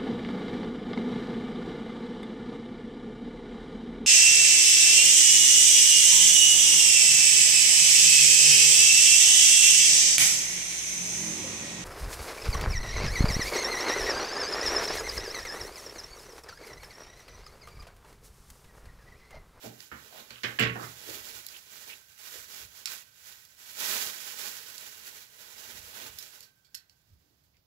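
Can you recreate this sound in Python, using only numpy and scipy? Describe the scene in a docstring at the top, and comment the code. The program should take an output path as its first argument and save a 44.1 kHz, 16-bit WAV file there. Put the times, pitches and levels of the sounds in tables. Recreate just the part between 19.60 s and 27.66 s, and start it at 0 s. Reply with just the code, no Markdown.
"""Jacket sleeves and cables rub from the start, close to a phone microphone in a small, quiet room: noise in jerks.
In the first second and a half a screwdriver clatters down on a workbench: short bright cracks and ringing modes.
Then a small plastic housing is picked up, turned in the hands and tried on a circuit board, with light clicks
(short cracks through shell resonances) and scrapes (resonant grains). At last the cloth fades, over a low rumble,
room noise and a faint narrow whistle that fades too."""
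import sys
import numpy as np
from scipy import signal
from scipy.fft import rfft, irfft, next_fast_len
from scipy.io import wavfile
from scipy.ndimage import map_coordinates

SR = 44100
rng = np.random.default_rng(int(sys.argv[2]) if len(sys.argv) > 2 else 0)


def transcribe(signal):
    """Save signal, clipped to [-1, 1], as a 16-bit WAV file at the path in sys.argv[1]."""
    frames = np.atleast_2d(signal).T
    limited = np.clip(frames, -1, 1)
    pcm = np.round(limited * 32767).astype(np.int16)
    wavfile.write(sys.argv[1], SR, pcm)


N = 355446

# All levels are mix settings before the phone's colouring.
# Each move of an arm slides a sleeve: [start t/s, length t/s, weave hiss level/dB, fold rub re hiss level/dB]
SLEEVE_STROKES = [(0, 0.077, -42, -6.5), (0.176, 0.064, -43.5, -18), (.27, 0.29, -52, -5.5),
                  (0.512, 0.12, -46, -2.5), (0.65, 0.097, -52.5, -0.5), (0.838, 0.091, -45.5, 0),
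                  (1.183, 0.14, -41.5, -9.5), (1.307, 0.12, -44.5, -10), (1.397, 0.22, -36.5, -12),
                  (1.595, 0.22, -39, -13), (1.84, 0.15, -46, -12), (2.033, 0.26, -44, -14),
                  (2.259, 0.065, -39.5, -11.5), (2.555, 0.3, -38.5, -18.5), (2.847, 0.22, -39.5, -15.5),
                  (3.094, .15, -43.5, -15), (3.259, 0.1, -35, -19.5), (3.33, .13, -52, -13),
                  (3.516, 0.35, -48.5, -19), (3.622, 0.091, -42, -19.5), (3.946, 0.33, -42, -19.5),
                  (4.142, 0.37, -25.5, -15.5), (4.373, 0.69, -36, -17), (4.76, 0.16, -34.5, -14.5),
                  (4.864, 0.57, -41, -15.5), (5.345, 0.3, -41, -15.5), (5.661, 0.86, -42, -12),
                  (6.305, 0.19, -38.5, -8.5), (6.46, 0.3, -44.5, -15), (6.712, .14, -50, -11)]
# Slow cloth creep between moves, until the arms rest: [t/s, hiss level/dB]
CLOTH_CREEP = [(0, -54), (1.9, -48), (2.45, -52), (3.5, -58.5), (4.2, -50), (6.72, -56), (6.92, -67.5),
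               (7.85, -70.5), (8.06, -83)]
# Hiss of the weave, relative spectrum: [f/Hz, level/dB per Hz]
WEAVE_SPECTRUM = [(150, -45.5), (500, -16.5), (1000, -7.5), (1600, -0.5), (2500, -1), (4500, 0), (7500, 2),
                  (11500, -1.5), (15500, -3)]
# Rub of the folds, relative spectrum: [f/Hz, level/dB per Hz]
FOLD_SPECTRUM = [(50, -17.5), (130, -7.5), (280, -0.5), (550, 0.5), (850, -1), (1300, -1), (2200, -3),
                 (4000, -1), (9000, -43.5)]
# Hard things near the hands send the rustle back: [delay t/s, gain before treble loss]
NEARBY_REFLECTIONS = [(.0021, 0.22), (.0047, 0.31), (.0083, .15), (0.014, 0.11)]
# Low bumps and swells of rumble, the first after the screwdriver falls: # [start t/s, length t/s, rumble
# level/dB]
LOW_RUMBLES = [(1.0, 0.93, -64.5), (2.73, 0.12, -66), (2.987, .1, -59), (4.425, 0.075, -61),
               (6.028, .26, -60), (6.402, 0.18, -61.5), (7.475, 0.093, -58.5), (7.747, 0.3, -73)]
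# Rumble of the bench, relative spectrum: [f/Hz, level/dB per Hz]
RUMBLE_SPECTRUM = [(20, -17), (45, -6), (68, 2.5), (130, -2.5), (220, -14.5), (500, -36), (1500, -86)]
# Quiet of the room, relative spectrum: [f/Hz, level/dB per Hz]
QUIET_SPECTRUM = [(25, -18), (80, 2.5), (140, 5.5), (220, -5), (400, -7), (1000, -9), (2500, -14.5),
                  (5000, -8.5), (8000, -20.5), (15000, -11.5)]
# Fade of the faint whistle: [t/s, level/dB]
WHISTLE_FADE = [(6.8, -73.5), (7.4, -82), (8, -101)]
# Tool and hands meet the bench, relative levels:
# [t/s, clack level/dB, clack centre f/Hz, thud level/dB, rattle length t/s]
BENCH_KNOCKS = [(.038, -40.5, 574, -44, .03), (0.315, -32, 1443, -48.5, 0.02),
                (.706, -38.5, 2700, -52.5, .003), (0.8338, -23, 2210, -44, .003),
                (.839, -19, 2060, -38.5, .014), (.988, -15, 2150, -31.5, .085),
                (1.1553, -25, 1187, -40, .003), (1.204, -34, 1000, -48.5, .003),
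                (1.237, -33.5, 1512, -47.5, .003), (1.488, -36, 435, -52, .003)]
# Modes of the bench top and what lies on it: [f/Hz, relative level/dB, t60 t/s]
BENCH_MODES = [(71, -15, 0.31), (119.5, -3.5, 0.44), (179.7, -14.5, 0.39), (223.6, -0.5, 0.18),
               (261.6, -4.5, 0.25), (399.6, -9.5, 0.22), (448, -12, 0.32), (1106, -12, 0.44),
               (1517, -12, 0.44), (1770, -12.5, 0.3), (2065, -10, .33), (2490, -9, .35), (2860, -9, .4)]
# Decay of the room: [f/Hz, t60 t/s]
ROOM_DECAY = [(150, 0.66), (600, 0.35), (2000, 0.33), (4500, 0.17), (12000, 0.14)]
# Hard edges tick: bright cracks of the screwdriver's blows, then light clicks of the plastic housing,
# relative levels: [t/s, tick level/dB, centre f/Hz, ring re tick level/dB]
EDGE_CLICKS = [(.204, -29, 3500, -21), (.7057, -28, 3000, -9), (.8333, -27.5, 3370, 3.5),
               (.9938, -25, 12550, 6), (1.0245, -21.5, 2800, 0.5), (1.495, -27.5, 5670, -3),
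               (1.865, -19, 9500, -14), (1.886, -28.5, 5950, -12), (3.2567, -13.5, 4670, -7),
               (3.2734, -25, 2320, -6), (3.851, -35.5, 6930, -14), (4.405, -40, 6600, -16),
               (5.1795, -22.5, 5000, -16), (6.5863, -20.5, 6670, -9), (6.6255, -27, 6000, -6),
               (6.8056, -30, 6500, -8), (6.8272, -42.5, 5950, 5), (7.046, -55.5, 4000, 7),
               (7.1452, -24, 4100, -6.5), (7.149, -21, 6560, -9.5), (7.2956, -43, 4750, -8.5),
               (7.837, -54, 8790, -1), (7.968, -53.5, 3800, -9.5)]
# Resonances of the hollow housing, which colour every tick: [f/Hz, width f/Hz, level/dB]
SHELL_MODES = [(1450, 310, -1), (2357, 750, -5.5), (4650, 1020, 2.5), (5100, 900, -6.5), (7400, 1500, 0),
               (11730, 3500, -3.5)]
# Tool, fingers and housing dragged over the bench: [middle t/s, length t/s, relative level/dB, resonance f/Hz]
BENCH_SCRAPES = [(0.563, 0.15, -55.5, 690), (0.764, .17, -53.5, 2880), (.77, .16, -57.5, 1460),
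                 (1.225, .17, -45, 1230), (1.219, .14, -46.5, 386), (1.499, .13, -52, 355),
                 (1.955, 0.11, -51, 2730), (2.318, 0.1, -46.5, 2600), (2.761, .17, -60, 464),
                 (7.72, .4, -79, 293), (7.96, 0.078, -74, 2300)]
# Stereo width of the noises: [f/Hz, left-right correlation]
STEREO_LIKENESS = [(70, 1), (140, 0.67), (300, 0.68), (700, 0.028), (1400, -0.35), (5000, 0.084)]
# The left port is shaded from the work: [f/Hz, left minus right level/dB]
LEFT_SHADE = [(110, -3), (220, -4.5), (400, -7), (750, -1.5), (1200, -14), (2400, -7.5), (4400, -11.5),
              (7400, -19.5), (8400, -30.5), (10500, -6), (15000, -7.5)]

CREEP_RUB_DB = -20  # folds relative to the hiss
STROKE_ARCH, STROKE_SETTLE_S = 1.21, 0.021  # power grows as speed to this exponent; time constant of settling
NEARBY_DULL_HZ = 6800  # reflections are halved here and fall further above
DRAG_RUMBLE_DB, DRAG_GROWS = -69, .15  # level at full-scale hiss; dB of rumble per dB of hiss
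# first gap; each gap over the one before; loss at the end of the rattle's length
RATTLE_GAP_S, RATTLE_SLOWS, RATTLE_LOSS_DB = .006, 1.22, 9.5
TOP_HZ = 15750  # band limit of the phone


def amp(db):
    """Decibels to gain."""
    return 10 ** (np.asarray(db) / 20)


def unit(x):
    """x at rms 1."""
    return x / np.sqrt(np.mean(x ** 2) + 1e-20)


def along(points, hz):
    """Read (Hz, value) points on a log frequency axis."""
    f, v = np.transpose(points)
    return np.interp(np.log(hz + 1), np.log(f + 1), v)


def curves(rows):
    """One value per sample for each column after the time."""
    s, *cols = np.transpose(rows)
    return [np.interp(np.arange(N) / SR, s, c) for c in cols]


def wobble(rate):
    """A smooth random curve with rate knots a second."""
    knots = rng.standard_normal(int(N * rate / SR) + 4)
    return map_coordinates(knots, [np.arange(N) * rate / SR])


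def filtered(x, response):
    """Shape x by a response of frequency."""
    n = x.shape[-1]
    m = next_fast_len(n + SR // 10)
    spectrum = rfft(x, m) * response(np.fft.rfftfreq(m, 1 / SR))
    return irfft(spectrum, m)[..., :n]


def resonance(hz, centre_hz, width_hz):
    """A causal resonance with gain 1 at its centre."""
    return 1j * hz * width_hz / (centre_hz ** 2 - hz ** 2 + 1j * hz * width_hz)


def add(track, s, sound):
    """Mix a sound into a track at time s."""
    part = track[..., round(s * SR):][..., :sound.shape[-1]]
    part += sound[..., :part.shape[-1]]


def diffuse(pair):
    """Blend two unrelated noises into a sound field whose left-right likeness follows frequency."""
    def mid_side(hz):
        turn = np.arccos(np.clip(along(STEREO_LIKENESS, hz), -1, 1)) / 2
        return np.array([np.cos(turn), np.sin(turn)])

    mid, side = filtered(pair, mid_side)
    return np.array([mid + side, mid - side])


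def rush(spectrum, grain_db=0):
    """Stereo noise of rms 1, made of countless tiny slips whose sizes scatter by grain_db."""
    slips = rng.standard_normal((2, N)) * amp(grain_db * wobble(1500))
    return unit(filtered(diffuse(slips), lambda hz: amp(along(spectrum, hz))))


def swell(start_s, length_s):
    """Power of one movement: its speed rises and falls in an arch, and the sound settles just after it."""
    progress = np.clip((np.arange(N) / SR - start_s) / length_s, 0, 1)
    speed = np.sin(np.pi * progress)
    keep = np.exp(-1 / (STROKE_SETTLE_S * SR))
    return signal.lfilter([1 - keep], [1, -keep], np.abs(speed) ** STROKE_ARCH)


def sliding():
    """Gains of the weave's hiss and the folds' rub: powers of the arm strokes add to a slow creep."""
    creep_db, = curves(CLOTH_CREEP)
    hiss_power = amp(creep_db) ** 2
    rub_power = amp(creep_db + CREEP_RUB_DB) ** 2
    for s, length, hiss_db, rub_db in SLEEVE_STROKES:
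        stroke = amp(hiss_db) ** 2 * swell(s, length)
        hiss_power = hiss_power + stroke
        rub_power = rub_power + amp(rub_db) ** 2 * stroke
    return np.sqrt(hiss_power), np.sqrt(rub_power)


def sleeves(hiss_gain, rub_gain):
    """Cloth slides on cloth and bench in small jerks, sways between the ports and reflects off things nearby."""
    jerks_db = 1.3 * wobble(40)
    sway_db = .4 * wobble(4) * np.array([[1], [-1]])
    hiss = hiss_gain * rush(WEAVE_SPECTRUM, grain_db=1.76)
    rub = rub_gain * rush(FOLD_SPECTRUM, grain_db=2.0)
    cloth = (hiss + rub) * amp(jerks_db + sway_db)

    def with_reflections(hz):
        returned = sum(gain * np.exp(-2j * np.pi * hz * delay) for delay, gain in NEARBY_REFLECTIONS)
        return 1 + returned / (1 + (hz / NEARBY_DULL_HZ) ** 2)

    return filtered(cloth, with_reflections)


def background(hiss_gain):
    """Rumble follows the sliding and swells in bumps, over room noise; a narrow whistle fades near the end."""
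    drag = amp(DRAG_RUMBLE_DB) * hiss_gain ** DRAG_GROWS
    bump_power = sum(amp(db) ** 2 * swell(s, length) for s, length, db in LOW_RUMBLES)
    rumble_gain = np.sqrt(drag ** 2 + bump_power)
    noise = rng.standard_normal((2, N))
    whistle = unit(filtered(noise, lambda hz: resonance(hz, centre_hz=1553, width_hz=80) ** 2))
    whistle_db, = curves(WHISTLE_FADE)
    return rumble_gain * rush(RUMBLE_SPECTRUM) + amp(-69.0) * rush(QUIET_SPECTRUM) + amp(whistle_db) * whistle


def contact(centre_hz, spread, crack_t60, order):
    """One short crack: noise with a quick rise and exponential decay, in a band round centre_hz."""
    t = np.arange(SR // 15) / SR
    edges = np.clip([centre_hz / (1 + spread), centre_hz * (1 + spread)], 20, SR / 2 - 2000)
    envelope = amp(-60 * t / crack_t60) * (1 - np.exp(-t / 0.0014))
    burst = diffuse(rng.standard_normal((2, len(t)))) * envelope
    band = signal.butter(order, edges, "band", fs=SR, output="sos")
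    crack = signal.sosfilt(band, burst)
    # even out the energy of each channel
    return crack / np.sqrt(np.sum(crack ** 2, axis=1, keepdims=True) / (crack_t60 * SR)) / 8


def room_tail():
    """A fresh stereo tail, left energy 1; each frequency dies at its own speed."""
    noise = diffuse(rng.standard_normal((2, SR * 3 // 4)))
    hz, t, z = signal.stft(noise, SR, nperseg=256)
    decay = amp(-60 * t / along(ROOM_DECAY, hz)[:, None])
    tail = signal.istft(z * decay, SR, nperseg=256)[1]
    return tail / np.linalg.norm(tail[0])


def echo(crack):
    """The room answers one crack: its right channel convolved with a fresh stereo tail."""
    return signal.fftconvolve(crack[1:], room_tail(), axes=1)


def rattle(length_s, count=9):
    """(delay s, loss dB) of the contacts of a thing rocking to rest: ever slower and weaker."""
    delays = RATTLE_GAP_S * np.r_[0, np.cumsum(RATTLE_SLOWS ** np.arange(count))]
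    losses = RATTLE_LOSS_DB * (delays / length_s) ** 2
    return [(delay, loss) for delay, loss in zip(delays, losses) if loss < 20]


def bench_ring(hardness_hz, attack=.005, scatter_db=7.5, port_phase=0.57):
    """Bench modes at new strengths for each blow; a soft blow hardly reaches those above its hardness."""
    t = np.arange(SR * 3 // 4) / SR
    ring = 0
    for hz, db, t60 in BENCH_MODES:
        # higher modes reach the two ports less in step
        phase = port_phase * hz / 200 * rng.standard_normal((2, 1))
        reach = 1 / np.sqrt(1 + (hz / hardness_hz) ** 4)
        strength_db = db + scatter_db * rng.standard_normal()
        tone = np.sin(2 * np.pi * hz * t + phase)
        ring = ring + reach * amp(strength_db - 60 * t / t60) * tone
    return ring * (1 - np.exp(-t / attack))


def knocks():
    """Each contact clacks (soft fingers low, screwdriver handle high), thumps the boards and rings the bench."""
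    out = np.zeros((2, N))
    for s, clack_db, centre_hz, thud_db, rattle_s in BENCH_KNOCKS:
        for delay, loss_db in rattle(rattle_s):
            clack = contact(centre_hz, spread=0.42, crack_t60=0.019, order=2)
            clack = amp(clack_db - loss_db + 4.5) * clack
            thump = contact(centre_hz=274, spread=0.94, crack_t60=0.039, order=2)
            thump = amp(thud_db - loss_db + 7.0) * thump
            add(out, s + delay, clack + thump)
            add(out, s + delay, echo(amp(1.0) * clack + amp(-0.5) * thump))
            add(out, s + delay, amp(thud_db - loss_db - 3.5) * bench_ring(centre_hz))
    return out


def clicks(body_db=-1):
    """Hard edges of screwdriver, then housing, tick for milliseconds; resonances colour the tick and its echo."""
    ticks, rings = np.zeros((2, 2, N))
    for s, db, centre_hz, ring_db in EDGE_CLICKS:
        tick = amp(db) * contact(centre_hz, spread=1.14, crack_t60=0.0098, order=2)
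        add(ticks, s, tick)
        add(rings, s, amp(ring_db + 11.5) * echo(tick))

    def shell(f):
        return sum(amp(db) * resonance(f, hz, width) for hz, width, db in SHELL_MODES)

    return amp(-1.5) * ticks + filtered(amp(body_db) * ticks + rings, shell)


def scrapes():
    """Small stick-slip grains swell and fade in one resonance of the dragged thing."""
    out = np.zeros((2, N))
    for s, length, db, hz in BENCH_SCRAPES:
        n = round(length * SR)
        slips = diffuse(rng.standard_normal((2, n))) * amp(4.0 * wobble(300)[:n])
        grain = filtered(slips, lambda f: resonance(f, hz, 0.46 * hz) ** 2)
        add(out, s - length / 2, amp(db + 3) * unit(grain) * np.hanning(n))
    return out


def scene():
    """Everything heard at the bench."""
    hiss_gain, rub_gain = sliding()
    cloth_and_room = sleeves(hiss_gain, rub_gain) + background(hiss_gain)
    return cloth_and_room + knocks() + clicks() + scrapes()


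def record(dry):
    """The phone adds a small nasal peak and a treble dip, shades the left port and cuts off the top."""
    def phone(hz):
        peak = 1 + .5 * resonance(hz, centre_hz=1550, width_hz=37)
        dip = 1 - 0.76 * resonance(hz, centre_hz=8880, width_hz=2630)
        ports = amp([along(LEFT_SHADE, hz), 0 * hz])
        return peak * dip * ports * (hz < TOP_HZ)

    return filtered(dry, phone)


dry = scene()
out = record(dry)
transcribe(out)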